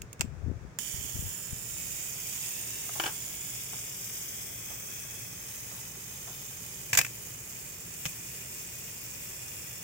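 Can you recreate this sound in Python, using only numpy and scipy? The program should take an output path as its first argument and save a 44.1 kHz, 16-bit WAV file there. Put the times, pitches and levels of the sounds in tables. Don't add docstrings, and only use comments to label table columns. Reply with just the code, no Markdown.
import sys
import numpy as np
from scipy import signal
from scipy.fft import rfft, irfft, next_fast_len
from scipy.io import wavfile
from scipy.ndimage import map_coordinates

SR = 44100
rng = np.random.default_rng(int(sys.argv[2]) if len(sys.argv) > 2 else 0)


def store_wav(level_fs):
    pcm = np.round(np.clip(np.atleast_2d(level_fs), -1, 1) * 32767)
    wavfile.write(sys.argv[1], SR, pcm.T.astype(np.int16))


N = 433503
TIME = np.arange(N) / SR
TIMER_START_S, TIMER_FREED_S = .787, 8.054


def amp(db):
    return 10 ** (np.asarray(db) / 20)


def pan(db):
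    return amp([[db / 2], [-db / 2]])


def unit(x):
    return x / np.sqrt(np.mean(x ** 2) + 1e-20)


def along(points, hz):
    freqs, values = np.transpose(points)
    return np.interp(np.log(hz + 1), np.log(freqs + 1), values)


def wobble(rate):
    return map_coordinates(rng.standard_normal(int(N * rate / SR) + 4), [TIME * rate])


def filtered(x, response):
    size = next_fast_len(N + SR // 2)
    return irfft(rfft(x, size) * response(np.fft.rfftfreq(size, 1 / SR)), size)[..., :N]


def causal(spectrum, tilt_db=0, size=4096):
    hz = np.fft.rfftfreq(size, 1 / SR)
    cepstrum = irfft(np.log(amp(along(spectrum, hz) + tilt_db * np.log2(hz + 1))))
    cepstrum[1:size // 2] *= 2
    cepstrum[size // 2 + 1:] = 0
    return irfft(np.exp(rfft(cepstrum)))


def through(x, response):
    response = np.atleast_2d(response)
    response = response / np.linalg.norm(response, axis=1, keepdims=True)
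    return signal.oaconvolve(np.atleast_2d(x), response, axes=1)[:, :N]


def spread(x):
    # frequency in Hz, correlation of left and right.
    likeness = [(60, 0.89), (130, 0.93), (290, 0.8), (640, 0.42), (1400, 0.029), (7000, 0.017)]
    turn = lambda hz: np.arccos(np.clip(along(likeness, hz), -1, 1)) / 2
    mid, side = filtered(x, lambda hz: np.array([np.cos(turn(hz)), np.sin(turn(hz))]))
    return np.array([mid + side, mid - side])


def tail(t60):
    t = np.arange(SR // 3) / SR
    return rng.standard_normal((2, len(t))) * amp(-60 * t / t60)


def contacts(rows, colour):
    out, t = np.zeros((2, N + SR)), np.arange(SR // 3) / SR
    for start, db, rise, t60, tilt_db in rows:
        shape = (1 - np.exp(-(t / rise) ** 2)) * amp(-60 * t / t60)
        burst = shape / shape.max() * rng.standard_normal((2, len(t)))
        burst = through(burst, causal(colour, tilt_db))
        out[:, max(round(start * SR), 0):][:, :burst.shape[1]] += amp(db) * burst
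    return out[:, :N]


def ringing(modes):
    t = np.arange(SR // 2) / SR
    return sum(amp(db + rng.normal(0, 1.5) - 60 * t / t60) * np.sin(2 * np.pi * hz * t)
               for hz, db, t60 in modes)


def struck(rows, modes):
    out = np.zeros((2, N + SR))
    for start, db, rise, *_ in rows:
        ring = np.array([ringing(modes), ringing(modes)])
        out[:, round((start + rise / 2) * SR):][:, :SR // 2] += amp(db) * ring
    return out[:, :N]


def finger(press_s=.0096, lift_t60=.2, slips_per_s=22, slip_db=5, slip_hz=141, right_db=-22):
    # start in seconds, length in seconds, level in dB.
    strokes = [(0, 0.049, -43), (0.221, 0.16, -37.5), (0.407, 0.14, -31.5), (0.607, 0.062, -38.5),
               (0.935, 0.12, -43), (1.137, .13, -35.5), (1.473, 0.49, -50)]
    # time in seconds, peak in dB, pitch in Hz.
    bumps = [(.204, -24, 101), (0.246, -25, 135), (0.484, -21, 150), (0.5, -26.5, 229), (0.5158, -21, 200),
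             (0.945, -28.5, 80.4), (1.157, -27.5, 105), (1.532, -24.5, 98)]
    skin_colour = [(20, -15), (80, 10), (150, -1), (300, -20), (700, -24), (3000, -74)]  # Hz, dB
    drag = through(rng.standard_normal(N), causal(skin_colour))[0]
    air, slips = np.zeros(N), []
    for start, length, db in strokes:
        press = np.clip((TIME - start) / press_s, 0, 1)
        lift_db = -60 * np.maximum(TIME - start - length, 0) / lift_t60
        air += drag * press * amp(db + lift_db)
        for when, pitch in rng.random((round(slips_per_s * length), 2)):
            slips.append((start + when * length, db + slip_db, slip_hz * 2 ** (pitch - .5)))
    for centre, db, hz in bumps + slips:
        near = np.abs(TIME - centre) < 1 / hz
        phase = 2 * np.pi * hz * (TIME[near] - centre)
        air[near] -= amp(db) * phase * np.exp((1 - phase ** 2) / 2)
    return air * amp([[0], [right_db]])


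def ventilation(rumble_db=-50):
    # frequency in Hz, relative level in dB.
    rumble_colour = [(22, -23.5), (55, -6), (100, -4.5), (118, 3), (135, -2.5), (170, -5.5), (280, -13.5),
                     (450, -12.5), (800, -19.5), (1600, -20.5), (3000, -34), (6000, -34.5), (10000, -45),
                     (15500, -53)]
    # frequency in Hz, level in dB.
    tones = [(118, -61), (178, -62), (380, -67)]
    rumble = spread(through(rng.standard_normal((2, N)), causal(rumble_colour)))
    swell, drift = amp(1.6 * wobble(6.7)), 1.44 * wobble(8)
    hum = sum(amp(db) * np.sin(2 * np.pi * hz * TIME + drift) for hz, db in tones)
    return amp(rumble_db) * rumble + swell * hum


def snap(rows, modes, ring_db, pan_db):
    # frequency in Hz, relative level in dB.
    crack_colour = [(60, -12), (300, 8.5), (1200, 3), (2600, 3.5), (4000, -2), (7000, -4), (10000, -13),
                    (15500, -21)]
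    crack = spread(contacts(rows, crack_colour))
    return (crack + amp(ring_db) * struck(rows, modes)) * pan(pan_db)


def release_button():
    # start in seconds, level in dB, rise and t60 in seconds, tilt in dB an octave.
    clicks = [(0.0182, -37, 0.00043, .014, 7), (0.129, -41, 0.0011, 0.014, 8.5),
              (0.193, -45, 0.0019, 0.04, 0), (.2088, -20.5, 0.00033, 0.014, 3.5),
              (.2142, -29.5, .0005, .024, 1)]
    # frequency in Hz, relative level in dB, t60 in seconds.
    button_modes = [(2330, -10, 0.016), (2700, -5, .022), (5600, -8, .024), (6840, -8, 0.019),
                    (7500, -7, 0.019), (15100, -14, .012)]
    return snap(clicks, button_modes, ring_db=-3, pan_db=-2.5)


def timer_pawl():
    # start in seconds, level in dB, rise and t60 in seconds, tilt in dB an octave.
    clicks = [(.7872, -30.5, .0006, 0.011, 5), (.7903, -36.5, 0.00026, 0.013, 4)]
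    # frequency in Hz, relative level in dB, t60 in seconds.
    pawl_modes = [(1900, -3, 0.016), (7025, -10, .018), (15300, -6, .012)]
    return snap(clicks, pawl_modes, ring_db=-1.5, pan_db=-8)


def escapement(age, wound_hz=378, sag_hz_per_s=12, freed_hz=35, tick_s=.00054, exit_db=-9, gears_db=-15):
    tooth_hz = wound_hz - sag_hz_per_s * age + freed_hz * (TIME > TIMER_FREED_S)
    tooth_hz *= 1 + .015 * wobble(12)
    teeth = np.cumsum(tooth_hz) / SR + .05 * wobble(300)
    beat = np.abs(2 * teeth).astype(int)
    scatter_db = 1.4 * rng.standard_normal(N // 20)[beat]
    force = amp(scatter_db + exit_db * (beat % 2))
    since_beat = (2 * teeth % 1) / (2 * tooth_hz)
    envelope = force * np.exp(-since_beat / tick_s) + amp(gears_db)
    return unit(envelope * rng.standard_normal((2, N)))


def reflections(ticks, age, count=12, t60=.059, settle_s=3.23):
    place = (1 - np.exp(-age / settle_s)) * (count - 1)
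    weight = lambda k: np.cos(np.pi / 2 * np.clip(place - k, -1, 1))
    return sum(weight(k) * through(ticks, tail(t60)[:, :SR // 20]) for k in range(count))


def mat_reflection(port, delay_s=.0011, gain=.3):
    delay = delay_s + .00022 * wobble(1) * np.exp(-TIME / 8)
    return gain * np.interp(TIME - delay, TIME, port)


def front_plate(ticks, level_db=-2, facing_db=3.5, facing_s=2.15, away_s=3.24, away_width_s=1):
    # frequency and width in Hz, relative dB at first and at rest, left over right in dB.
    plate_modes = [(2476, 210, -23.5, -18, 6), (3120, 300, -17, -36, 0), (5500, 300, -24, -19, 3),
                   (6310, 98, -19.5, -14, -6), (7120, 400, -8.5, -12, -1.5), (8040, 140, -33, -16, 1),
                   (14560, 500, -16, -15, 4)]
    facing = np.exp(-((TIME - facing_s) / .5) ** 2)
    turned = (1 + np.tanh((TIME - away_s) / away_width_s)) / 2
    sound = np.zeros((2, N))
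    for hz, width, first_db, rest_db, pan_db in plate_modes:
        ring = unit(signal.lfilter(*signal.iirpeak(hz, hz / width, SR), ticks))
        sound += amp(first_db + (rest_db - first_db) * turned) * pan(pan_db) * ring
    return amp(level_db + facing_db * facing) * sound


def self_timer(level_db=-3, sizzle_hz=9100, first_pan_db=-7.5, rest_pan_db=.9, turn_s=1.22):
    # time in seconds, relative level in dB.
    nearness = [(0.85, -39.5), (1.55, -40.5), (2.6, -36.5), (3.4, -39), (4.2, -39.5), (5.3, -41.5),
                (7.6, -42.5), (8.4, -41.5), (9.7, -42)]
    # frequency in Hz, relative level in dB.
    whirr_colour = [(200, -29), (700, -8.5), (1200, -9), (1800, -3), (2500, -1.5), (3300, 2), (4100, -5.5),
                    (4900, 0), (7000, 1), (9500, -1.5), (11000, 0), (12400, -3.5), (15500, -8.5)]
    age = np.maximum(TIME - TIMER_START_S, 0)
    near_db = np.interp(TIME, *np.transpose(nearness))
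    ticks = escapement(age)
    whirr = ticks + reflections(ticks, age)
    for port in whirr:
        port += mat_reflection(port)
    sizzle = unit(filtered(whirr, lambda hz: 1 - 1 / (1 + (hz / sizzle_hz) ** 8)))
    sizzle_db = -14 + .81 * (near_db - near_db.mean())
    sound = unit(through(whirr, causal(whirr_colour))) + front_plate(ticks) + amp(sizzle_db) * sizzle
    drive_db = level_db + near_db + .51 * wobble(9.8)
    pan_db = rest_pan_db + (first_pan_db - rest_pan_db) * np.exp(-age / turn_s)
    running = np.clip(age / .0028, 0, 1)
    return running * amp(drive_db + np.array([pan_db, -pan_db]) / 2) * unit(sound)


def handling(rise_s=.001, knock_t60=.04, shake_db=-6.5, shake_t60=.19, chatter_db=-1, barrel_db=-1):
    # start in seconds, level in dB, t60 in seconds.
    finger_shifts = [(2.891, -39.5, 0.047), (2.953, -43, 0.16), (3.73, -42.5, 0.068), (4.698, -48, 0.22),
                     (5.7, -54, 0.53), (6.271, -47, 0.15)]
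    # start in seconds, level in dB.
    body_knocks = [(2.9981, -26), (3.0368, -28.5), (3.0586, -33), (3.0625, -29.5), (3.076, -35)]
    # frequency in Hz, relative level in dB.
    touch_colour = [(100, -22), (500, 7.5), (950, 12), (1600, 3), (3000, -12), (12000, -33)]
    knock_colour = [(100, -40), (230, -12), (340, 5.5), (550, -7), (850, 7.5), (1200, 2), (1600, 6.5),
                    (2100, -8), (3100, 3), (3700, -8.5), (5500, -7), (7000, -11), (15000, -22)]
    # frequency in Hz, relative level in dB, t60 in seconds.
    barrel_modes = [(767, -6.5, 0.063), (930, -7, 0.037), (1630, -5.5, 0.069), (2330, -9, 0.042),
                    (3016, 2.5, 0.031), (4420, -11, 0.033), (5520, -19, 0.02)]
    touches = [(start, db, .023 * t60, t60, 0) for start, db, t60 in finger_shifts]
    knocks = [(start, db, rise_s, knock_t60, 0) for start, db in body_knocks]
    shakes = [(start, db + shake_db, rise_s, shake_t60, 0) for start, db in body_knocks]
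    chatter = amp(chatter_db) * contacts(knocks + shakes, knock_colour)
    rubbing = contacts(touches, touch_colour)
    barrel = amp(barrel_db) * struck(knocks, barrel_modes)
    return (spread(chatter + rubbing) + barrel) * pan(2)


def mirror_landings(start=7.0125, db=-19, flight_s=.035, shrink=.48, loss_db=7, rise_s=.0009, t60=.026):
    times = start + np.cumsum([0, flight_s, flight_s * shrink])
    return [(time, db - loss_db * k, rise_s, t60, -k) for k, time in enumerate(times)]


def shutter(blows_db=-5, springs_db=-23, mirror_db=-9.5, rattle_s=.004, rattle_db=-18, rattle_t60=.045):
    # start in seconds, level in dB, rise and t60 in seconds, tilt in dB an octave.
    travel = [(6.9295, -17.5, .0025, 0.037, -1.2), (6.9405, -24, .001, 0.034, 1),
              (6.9488, -19.5, .002, 0.038, -0.5), (6.9724, -13, 0.00049, 0.018, 1.5),
              (6.9747, -8, 0.00046, .016, 1), (6.9785, -19, .001, 0.047, 2),
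              (6.9848, -14.5, .0008, .028, 2), (6.9878, -11.5, 0.0016, .028, -.5),
              (7.0008, -29, .002, 0.043, 0)]
    # frequency in Hz, relative level in dB.
    blow_colour = [(50, -22), (120, 1), (260, -20), (550, -12), (900, -7), (1300, -11), (1750, 0),
                   (2100, -3), (2500, 0), (3200, -8), (4200, -8), (7400, -6), (9500, -13), (15000, -15),
                   (18000, -40)]
    # start in seconds, level in dB.
    jolts = [(6.95, -41), (6.987, -37)]
    # frequency in Hz, relative level in dB, t60 in seconds.
    spring_modes = [(1599, -4, .13), (1676, -2, .13), (1799, -2, .12), (1938, -5, .14), (2122, -6, .2),
                    (2420, -3, .16), (2515, -1, .22), (2567, -4, .2), (2726, -5, .2), (5654, 5, .06),
                    (7079, 5, .055), (7470, 4, .06), (7861, 4, .055), (8053, 4, .055)]
    mirror_modes = [(2380, -3, .018), (2600, 0.5, 0.022), (2960, -10, 0.013)]
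    body_modes = [(121, -1, .22), (175, -3, .12), (343, -6, 0.085), (490, -0.5, 0.11), (686, -3, 0.064),
                  (1000, 3, .06)]
    landings = mirror_landings()
    stops = travel + landings
    rattles = [(start + rattle_s, db + rattle_db, rise, rattle_t60, tilt_db)
               for start, db, rise, _, tilt_db in stops]
    blows = amp(blows_db) * contacts(stops + rattles, blow_colour)
    springs = amp(springs_db) * through(blows, ringing(spring_modes))
    mirror = amp(mirror_db) * struck(travel[:1] + landings, mirror_modes)
    boom = struck([(start, db, 0) for start, db in jolts], body_modes)
    return spread(blows + springs) + mirror + boom


def last_catch(seat_s=.004, thud_hz=150, thud_db=-30, thud_t60=.097):
    # start in seconds, level in dB, rise and t60 in seconds, tilt in dB an octave.
    clicks = [(8.0542, -27.5, .0006, 0.012, 3), (8.0585, -31.5, 0.00195, 0.043, 3)]
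    # frequency in Hz, relative level in dB, t60 in seconds.
    lever_modes = [(2110, -12, .025), (2500, -9.5, 0.019), (3000, -1, .018), (6250, -12, .02)]
    t = np.maximum(TIME - TIMER_FREED_S - seat_s, 0)
    thud = -amp(thud_db - 60 * t / thud_t60) * np.sin(2 * np.pi * thud_hz * t)
    return snap(clicks, lever_modes, ring_db=-1.5, pan_db=1) + thud


def scene(room_db=-17):
    clicks = shutter() + release_button() + timer_pawl() + last_catch() + handling()
    room = amp(room_db) * through(clicks, tail(t60=.17))
    return clicks + room + self_timer() + finger() + ventilation()


def record(dry, top_hz=15850):
    # frequency in Hz, gain in dB.
    left_port = [(1000, -1.5), (2000, 2), (2550, 7), (3100, -1.5), (3500, 2.5), (4100, -0.5), (4800, -1.5),
                 (5600, 6), (6800, -2.5), (8200, 2), (10000, -3), (12200, 0), (14700, 10.5), (15800, 8)]
    right_port = [(1000, -1), (1800, 0.5), (2700, -2.5), (3500, 2), (4100, -8), (4800, 2), (5900, 0.5),
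                  (6500, 9), (8100, 6), (9200, 4.5), (11200, 2), (12400, 1), (15000, 8.5), (15800, 8)]
    ports = np.array([causal(left_port), causal(right_port)])
    heard = signal.oaconvolve(dry, ports, axes=1)[:, :N]
    return filtered(heard, lambda hz: hz < top_hz)


dry = scene()
out = record(dry)
store_wav(out)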